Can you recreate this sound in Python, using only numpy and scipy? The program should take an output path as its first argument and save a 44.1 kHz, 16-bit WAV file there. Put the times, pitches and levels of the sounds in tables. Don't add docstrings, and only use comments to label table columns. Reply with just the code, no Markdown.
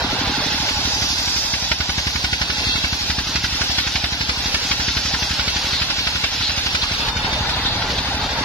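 import sys
import numpy as np
from scipy import signal
from scipy.fft import rfft, irfft, next_fast_len
from scipy.io import wavfile
from scipy.ndimage import uniform_filter1d, minimum_filter1d, map_coordinates

SR = 44100
rng = np.random.default_rng(int(sys.argv[2]) if len(sys.argv) > 2 else 0)


def to_linear_factor(level_db):
    exponent = np.asarray(level_db, float) / 20
    return 10 ** exponent


def pcm_store(signal):
    levels = np.round(np.clip(np.atleast_2d(signal), -1, 1) * 32767)
    wavfile.write(sys.argv[1], SR, levels.astype(np.int16).T)


N = 372204

# [f/Hz, left-right likeness/1]
LIKENESS = [(25, .985), (60, .995), (200, .985), (400, .95), (700, .88), (1280, .4), (2400, .38),
            (4400, .4), (15000, .3)]
# [delay/s, level/dB]
ECHOES = [(.011, -27.5), (.024, -49), (.041, -55)]

# [t/s, knock level/dB, table rattle level/dB]
GEAR_LEVELS = [(0, -28.5, -30.5), (.37, -26, -32), (.6, -32.5, -33.5), (.9, -32, -34), (1.7, -43, -40.5),
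               (2.35, -37, -38.5), (2.72, -32.5, -36), (2.9, -37, -37.5), (3.57, -35.5, -37.5),
               (4.07, -38, -39.5), (4.56, -35.5, -37), (5.57, -38, -37), (6.4, -39, -38.5),
               (6.77, -39.5, -36), (7.38, -36, -30.5), (8.2, -32.5, -32.5), (8.44, -30.5, -29)]
# [f/Hz, density/dB per Hz]
CLATTER_SPECTRUM = [(200, -15), (330, -11), (480, -2.5), (700, -0.5), (850, 3), (1200, -3), (1550, -6.5),
                    (1900, -5), (3000, -13.5), (5000, -7)]
# [f/Hz, density/dB per Hz]
RUMBLE_SPECTRUM = [(15, -23), (30, 8), (60, 6), (110, 7), (200, -3), (300, -7), (450, -7)]
RUMBLE_DB, RUMBLE_FOLLOWS = -36, 0.56
DRAG_S, DRAG_LENGTH_S, DRAG_DB = 7.65, 0.97, 3

SIXTH_FIRING_S = [.0261, .5236, 1.0232, 1.5395, 2.071, 2.587, 3.1014, 3.614, 4.1266, 4.6296, 5.1415, 5.649,
                  6.1565, 6.6646, 7.1673, 7.6564, 8.1482, 8.638]
# [t/s, thump level/dB, gas blast level/dB]
CHARGE_LEVELS = [
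    (0, -3, -24),
    (.86, -3, -26),
    (1.2, -6, -26),
    (1.701, -1, -16.5),
    (3.3, -1, -14.5),
    (5.5, -1.5, -17),
    (5.902, -4.5, -17),
    (6.902, -4, -17),
    (7.298, -2, -19),
    (8.44, -4, -24),
]
CHARGE_SPREAD_DB = 1
# [t/s, thump loss/dB, blast loss/dB]
LIGHT_LOAD_STROKES = [(.026, 5, 11), (.108, 35, 4), (.191, 8, 2), (.36, 21, 18), (.439, 21, 20),
                      (.524, -0.5, -3), (.607, -1.5, 20), (.857, -1, 1), (.688, 19, -6), (.774, 3, 15),
                      (.94, 4, 15), (1.023, -1, -3), (1.107, -1.5, 19), (7.411, -2, 14), (7.492, 6, 0),
                      (7.572, 2, 20), (7.737, 15, 16), (7.822, 10, -3), (7.984, 0, 1), (8.064, 2, 40),
                      (8.23, 3, 8), (8.312, 11, 17)]
# [t/s, blast loss/dB]
LEAN_STROKES = [(1.45, 13), (1.627, 14), (2.502, 1.5), (2.587, 10), (2.671, 4.5), (3.015, 16), (3.274, 12),
                (3.531, 11), (3.7, 6.5), (3.872, 5), (4.127, 3), (4.378, 9), (4.462, 8), (4.63, 16),
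                (4.801, 4), (5.057, 6.5), (5.732, 4), (5.649, 11), (5.818, 1), (5.988, 5), (6.325, 20),
                (6.407, 4), (7.0, 9), (4.714, 0), (5.481, -2.5), (6.24, -2.5), (6.747, -5)]
LEAN_THUMP_SHARE = 0.36
# [f/Hz, level/dB, t60/s]
PIPE_MODES = [(64.4, -16.5, 0.13), (111, -68.5, 0.035), (165, -35, 0.1)]
# [f/Hz, density/dB per Hz]
BLAST_SPECTRUM = [(300, -9), (700, -4), (1150, -3), (1500, 1.5), (2200, 1), (3500, 0.5), (5200, -0.5),
                  (6800, -14), (8000, -22.5), (12000, -37.5), (15000, -43)]
# [f/Hz, level/dB, t60/s]
CASING_MODES = [(1480, -3.5, 0.049), (2216, -6, 0.046), (3310, -11, 0.021), (4860, -3.5, 0.015)]
# [delay/s, push (+) or pull (-)/1, width/s]
GEAR_KNOCKS = [
    (.0210, 1.0, 0.0034),
    (.0250, 1, 0.0045),
    (.0300, -0.55, 0.0031),
    (.0460, -0.69, 0.0041),
    (.0520, 0.3, 0.0042),
    (.0570, -0.41, 0.0071),
    (.0660, -0.51, 0.0093),
]
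# [f/Hz, level/dB, t60/s]
TAPPET_MODES = [(840, -34, 0.2), (1574, -28, 0.033)]

# [t/s, level/dB]
SONG_LEVELS = [
    (0, -40),
    (2.2, -38),
    (3.2, -42),
    (6.7, -42),
    (6.95, -33),
    (7.1, -27),
    (7.5, -27),
    (7.7, -33),
    (8.44, -33),
]
# [f/Hz, density/dB per Hz]
SONG_SPECTRUM = [(3480, -30), (3590, 10), (3640, 13), (3690, -3), (3800, -19)]
# [f/Hz, density/dB per Hz]
PINCH_SPECTRUM = [(2560, -30), (2640, -3), (2690, 3), (2740, -3), (2820, -30)]
PINCH_S, PINCH_LENGTH_S, PINCH_DB = 2.74, 0.33, -34
# [t/s, level/dB, length/s]
RASP_EVENTS = [(2.725, -29, 0.19), (3.798, -31, 0.16), (0.492, -32, .05), (5.758, -30.5, .1),
               (6.012, -34, 0.14), (6.463, -28, 0.075), (6.828, -20, 0.019), (7.544, -25, 0.019),
               (7.672, -26.5, 0.051), (7.725, -33, 0.14), (7.987, -24.5, 0.027), (8.228, -30, 0.062)]
# [t/s, feed pressure level/dB, brightness/dB]
CUT_LEVELS = [(0, -33, -1.5), (.5, -29, 0.5), (.9, -30, 3.5), (1.1, -29, 4), (1.4, -31, 6.5),
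              (1.72, -32.5, 2.5), (2.3, -31.5, 1), (2.75, -29.5, 0.5), (3.3, -32.5, 2), (3.75, -29, 1.5),
              (4.2, -32.5, 0.5), (4.6, -29.5, 1.5), (5.2, -31, 2.5), (5.8, -30, 0), (7.09, -30, -1),
              (7.11, -37, 1), (7.2, -32, -2.5), (8.44, -34.5, 0.5)]
# [f/Hz, width/Hz, gain/dB]
BLADE_MODES = [(846, 13, 3), (1480, 320, 4.5), (2640, 74, 2.5), (3996, 600, 1), (4410, 120, 3.5),
               (5060, 19, 3), (6270, 36, 0)]
# [f/Hz, density/dB per Hz]
BITE_SPECTRUM = [(700, -40), (1300, -8), (1900, -3), (2500, 0), (2850, 2), (3200, -0.5), (3600, -2)]
# [f/Hz, density/dB per Hz]
WHINE_SPECTRUM = [(2800, -30), (3200, -7.5), (3700, -4), (4200, -4), (4600, -7), (5200, -20.5)]
# [f/Hz, density/dB per Hz]
SIZZLE_SPECTRUM = [(4000, -49), (4600, -2.5), (5300, -2), (5900, -5.5), (6900, -12.5), (7700, -20.5),
                   (8300, -46)]
# [f/Hz, density/dB per Hz]
SPRAY_SPECTRUM = [(4590, -18), (7800, 1), (8110, 0.5), (8900, -4), (10400, -1.5), (13100, -4), (14200, -5),
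                  (15300, -12)]
# (offset/dB, share of brightness/1)
BITE_LAW, WHINE_LAW = (-1.5, -0.34), (0.39, -0.1018)
SIZZLE_LAW, SPRAY_LAW = (-1.6, 0.96), (-17, 0.62)
FLARE_DB, FLARE_S = 3, 0.036

# [t/s, left minus right level/dB]
MIC_TURN = [
    (0, -4),
    (.73, -2.5),
    (2.2, -1.5),
    (5.3, -1),
    (7.26, -1.3),
    (7.5, -.4),
    (8.16, -0.2),
    (8.44, 0.5),
]
HOLD_DB, SQUEEZE, RECOVERY_DB_PER_S, GRIP_S, MAKEUP_DB = -24, 0.39, 35, 0.027, 1.5
# [f/Hz, strength/1]
THINNING_STRENGTH = [(200, 0.0), (600, .35), (2000, .5), (4500, .6), (5500, 1.0), (7000, 1.4), (9000, 1.8),
                     (15000, 1.8)]
# [f/Hz, level/dB]
SHUT_LEVELS = [(300, -14), (1000, -6), (3000, -3.2), (4800, -2.5), (5500, -1.6), (6500, -1.4), (8300, -.7),
               (10000, -.9), (12000, -.5), (15000, -.5)]


def in_time(rows):
    s, *columns = np.transpose(rows)
    return [np.interp(np.arange(N) / SR, s, c) for c in columns]


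def at_hz(points, hz):
    f, value = np.array(points).T
    return np.interp(np.log(hz), np.log(f), value)


def drift(rate):
    r = np.exp(-80 * np.pi * rate / SR)
    noise = rng.standard_normal(N // 40 + 2002)
    slow = signal.lfilter([1], [1, -2 * r, r * r], noise)[2000:]
    return np.interp(np.arange(N) / 40, np.arange(len(slow)), slow / slow.std())


def clicks(times_s, sizes):
    out = np.full(N, 1e-18)
    at = np.round(np.asarray(times_s) * SR).astype(int)
    inside = (at >= 0) & (at < N)
    out[at[inside]] += np.asarray(sizes)[inside]
    return out


def puff(train, width_s):
    hump = np.hanning(max(int(2 * width_s * SR), 3))
    return signal.oaconvolve(train, hump, "same")


def ring(train, hz, t60_s):
    r, w = to_linear_factor(-60 / (t60_s * SR)), 2 * np.pi * hz / SR
    return signal.lfilter([0, np.sin(w)], [1, -2 * r * np.cos(w), r * r], train)


def hiss(spectrum, patchy_db, modes=(), count=8):
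    size = next_fast_len(N)
    hz = np.maximum(np.arange(size // 2 + 1) * SR / size, 1)
    low, high = spectrum[0][0], spectrum[-1][0]
    modes_db = sum(db / (1 + (2 * (hz - f) / w) ** 2) for f, w, db in modes)
    colour = to_linear_factor(at_hz(spectrum, hz) + modes_db) * (hz >= low) * (hz <= high)
    alike = np.clip(at_hz(LIKENESS, hz), 0, 1)
    mid, side = rfft(rng.standard_normal((2, size))) * colour
    both = np.sqrt(1 + alike) * mid + np.sqrt(1 - alike) * side * [[1], [-1]]
    place = np.log(hz / low) / np.log(high / low) * (count - 1)
    together, out = drift(1.54), 0
    for k in range(count):
        band = irfft(both * np.clip(1 - abs(place - k), 0, 1), size)[:, :N]
        out = out + band * to_linear_factor(patchy_db * (0.51 * together + drift(13.0)))
    return out / np.sqrt(np.mean(out ** 2))


def yard(x):
    dull = signal.lfilter([.3], [1, -.7], x)
    out = np.array([x, x])
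    for k, (delay_s, db) in enumerate(ECHOES):
        for side in range(2):
            lag = int(delay_s * SR) + 30 * ((side + k) % 2)
            out[side, lag:] += to_linear_factor(db) * dull[:-lag]
    return out


def table_and_rollers(clatter_db):
    drag_db = DRAG_DB * puff(clicks([DRAG_S], [1]), DRAG_LENGTH_S)
    rumble_db = RUMBLE_DB + RUMBLE_FOLLOWS * (clatter_db - clatter_db.mean()) + drag_db
    clatter = to_linear_factor(clatter_db + 4.5) * hiss(CLATTER_SPECTRUM, patchy_db=1.5, modes=BLADE_MODES[:2])
    return clatter + to_linear_factor(rumble_db) * hiss(RUMBLE_SPECTRUM, patchy_db=1.0, count=4)


def firing_times():
    listed = np.array(SIXTH_FIRING_S)
    even = np.linspace(listed[0], listed[-1], len(listed))
    steps = np.arange(6 * len(listed) - 5) / 6
    sway = map_coordinates(listed - even, [steps], order=3, mode="mirror")
    return np.interp(steps, np.arange(len(even)), even) + sway


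def firings():
    s = firing_times()
    at, thump_db, blast_db = np.transpose(CHARGE_LEVELS)
    levels = np.array([np.interp(s, at, thump_db), np.interp(s, at, blast_db)])
    levels = levels + CHARGE_SPREAD_DB * rng.standard_normal((len(s), 2)).T
    lean = [(when, LEAN_THUMP_SHARE * loss, loss) for when, loss in LEAN_STROKES]
    for when, thump_loss, blast_loss in LIGHT_LOAD_STROKES + lean:
        levels[:, np.argmin(abs(s - when))] -= [thump_loss, blast_loss]
    return s, *levels


def running_gear(strokes, knock_db):
    s = strokes[0]
    luck = rng.standard_normal((len(s), 20))
    knocks, taps = 0, 0
    for k, (delay_s, push, width_s) in enumerate(GEAR_KNOCKS):
        knocks = knocks + puff(clicks(s + delay_s, push * to_linear_factor(1.9 * luck[:, k])), width_s / 2)
    knocks = knocks - uniform_filter1d(knocks, size=150)
    for k, (hz, db, t60_s) in enumerate(TAPPET_MODES):
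        hits = clicks(s - .019, to_linear_factor(1.65 * luck[:, -1 - k]))
        taps = taps + to_linear_factor(db + 31.5) * ring(hits, hz, t60_s)
    return to_linear_factor(knock_db + 16.0) * knocks + to_linear_factor(knock_db) * taps


def exhaust(strokes):
    s, thump_db, _ = strokes
    opening = clicks(s - .003, to_linear_factor(thump_db))
    swing = sum(-to_linear_factor(db) * ring(opening, hz, t60_s) for hz, db, t60_s in PIPE_MODES)
    return to_linear_factor(-15.5) * puff(opening, 0.0018) + uniform_filter1d(swing, size=60)


def gas_blast(strokes):
    s, _, blast_db = strokes
    t = np.arange(int(.08 * SR)) / SR
    shape = (1 - np.exp(-t / 0.0035)) * (np.exp(-t / 0.01) + 0.38 * np.exp(-t / 0.015))
    jet = signal.oaconvolve(clicks(s - .003, to_linear_factor(blast_db + 1.5)), shape)[:N]
    luck = rng.standard_normal((len(s), 2, len(CASING_MODES)))
    crack = np.zeros((2, N))
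    for side in range(2):
        for k, (hz, db, t60_s) in enumerate(CASING_MODES):
            hits = clicks(s + .001 * k, to_linear_factor(blast_db + db - 4.0) * luck[:, side, k])
            crack[side] += ring(hits, hz, t60_s)
    return jet * hiss(BLAST_SPECTRUM, patchy_db=1.8, count=6) + crack


def blade_song(song_db):
    return to_linear_factor(song_db) * hiss(SONG_SPECTRUM, patchy_db=0.0, count=2)


def pinch():
    grip = puff(clicks([PINCH_S], [to_linear_factor(PINCH_DB)]), PINCH_LENGTH_S)
    return grip * hiss(PINCH_SPECTRUM, patchy_db=3.0, count=2)


def rasps():
    touch = sum(puff(clicks([s], [to_linear_factor(db)]), length_s) for s, db, length_s in RASP_EVENTS)
    return touch * hiss(WHINE_SPECTRUM, patchy_db=3.5, count=2)


def saw(strokes, feed_db, bright_db):
    s, _, blast_db = strokes
    cycle = np.interp(np.arange(N) / SR, s, np.arange(len(s)))
    surge = to_linear_factor(0.65 * np.cos(2 * np.pi * (cycle - .12)))
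    flare = to_linear_factor(FLARE_DB * puff(clicks(s + 0.024, to_linear_factor(blast_db + 10.5)), FLARE_S))
    chips = to_linear_factor(1.0 * np.minimum(rng.exponential(1, N // 16 + 1), 5)).repeat(16)[:N]
    chips = chips / np.sqrt(np.mean(chips ** 2))

    def level(law):
        return to_linear_factor(feed_db + law[0] + law[1] * bright_db)

    blade = level(BITE_LAW) * hiss(BITE_SPECTRUM, patchy_db=0.74, modes=BLADE_MODES, count=4)
    blade += level(WHINE_LAW) * hiss(WHINE_SPECTRUM, patchy_db=0.74, modes=BLADE_MODES, count=4)
    blade += level(SIZZLE_LAW) * hiss(SIZZLE_SPECTRUM, patchy_db=0.74, modes=BLADE_MODES, count=4)
    spray = level(SPRAY_LAW) * hiss(SPRAY_SPECTRUM, patchy_db=-0.05, count=4)
    return surge * (blade * flare ** 0.16 + flare * spray * chips)


def handheld(x):
    lag = -3.0 + 4.0 * drift(1.5)
    return np.array([x[0], map_coordinates(x[1], [np.arange(N) + lag], order=3, mode="nearest")])


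def gain_control(x):
    creep_db = RECOVERY_DB_PER_S * np.arange(N) / SR
    level_db = 10 * np.log10(uniform_filter1d(np.mean(x ** 2, axis=0), size=400) + 1e-12)
    excess_db = np.maximum(level_db - HOLD_DB, 0) * SQUEEZE
    held_db = np.maximum.accumulate(excess_db + creep_db) - creep_db
    r = np.exp(-1 / (GRIP_S * SR))
    return x * to_linear_factor(MAKEUP_DB - signal.lfilter([1 - r], [1, -r], held_db))


def thin_weak_cells(x):
    hz, _, cells = signal.stft(x, SR, nperseg=2048, noverlap=1024)
    hz = np.maximum(hz, 1)
    power = np.sum(np.abs(cells) ** 2, axis=0) + 1e-20
    near = uniform_filter1d(power, size=3, axis=0)
    contrast = near / uniform_filter1d(near, size=41, axis=0)
    gain = np.minimum(contrast, 1.6) ** (0.79 * at_hz(THINNING_STRENGTH, hz)[:, None])
    patch = uniform_filter1d(uniform_filter1d(contrast, size=10, axis=0), size=2, axis=1)
    open_cells = patch > to_linear_factor(2 * at_hz(SHUT_LEVELS, hz))[:, None]
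    open_cells = minimum_filter1d(minimum_filter1d(open_cells, size=5, axis=0), size=2, axis=1)
    return signal.istft(cells * gain * open_cells, SR, nperseg=2048, noverlap=1024)[1][:, :N]


def scene():
    strokes = firings()
    knock_db, clatter_db = in_time(GEAR_LEVELS)
    pan_db, = in_time(MIC_TURN)
    song_db, = in_time(SONG_LEVELS)
    steady = table_and_rollers(clatter_db)
    engine = yard(exhaust(strokes) + running_gear(strokes, knock_db)) * to_linear_factor([[.3], [-.3]])
    blade = saw(strokes, *in_time(CUT_LEVELS)) + rasps() + pinch() + blade_song(song_db - 9)
    wide = to_linear_factor(3.0) * (blade + to_linear_factor(-3.0) * gas_blast(strokes))
    return engine + steady + handheld(wide) * to_linear_factor(pan_db / 2 * [[1], [-1]])


def top_cut(x):
    return signal.sosfilt(signal.butter(12, 15410, fs=SR, output="sos"), x)


def record(dry):
    low_cut = signal.butter(1, 18, "high", fs=SR, output="sos")
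    x = thin_weak_cells(gain_control(signal.sosfilt(low_cut, dry)))
    mix = 1.2 * np.tanh(x / 1.2)
    return top_cut(mix)


dry = scene()
out = record(dry)
pcm_store(out)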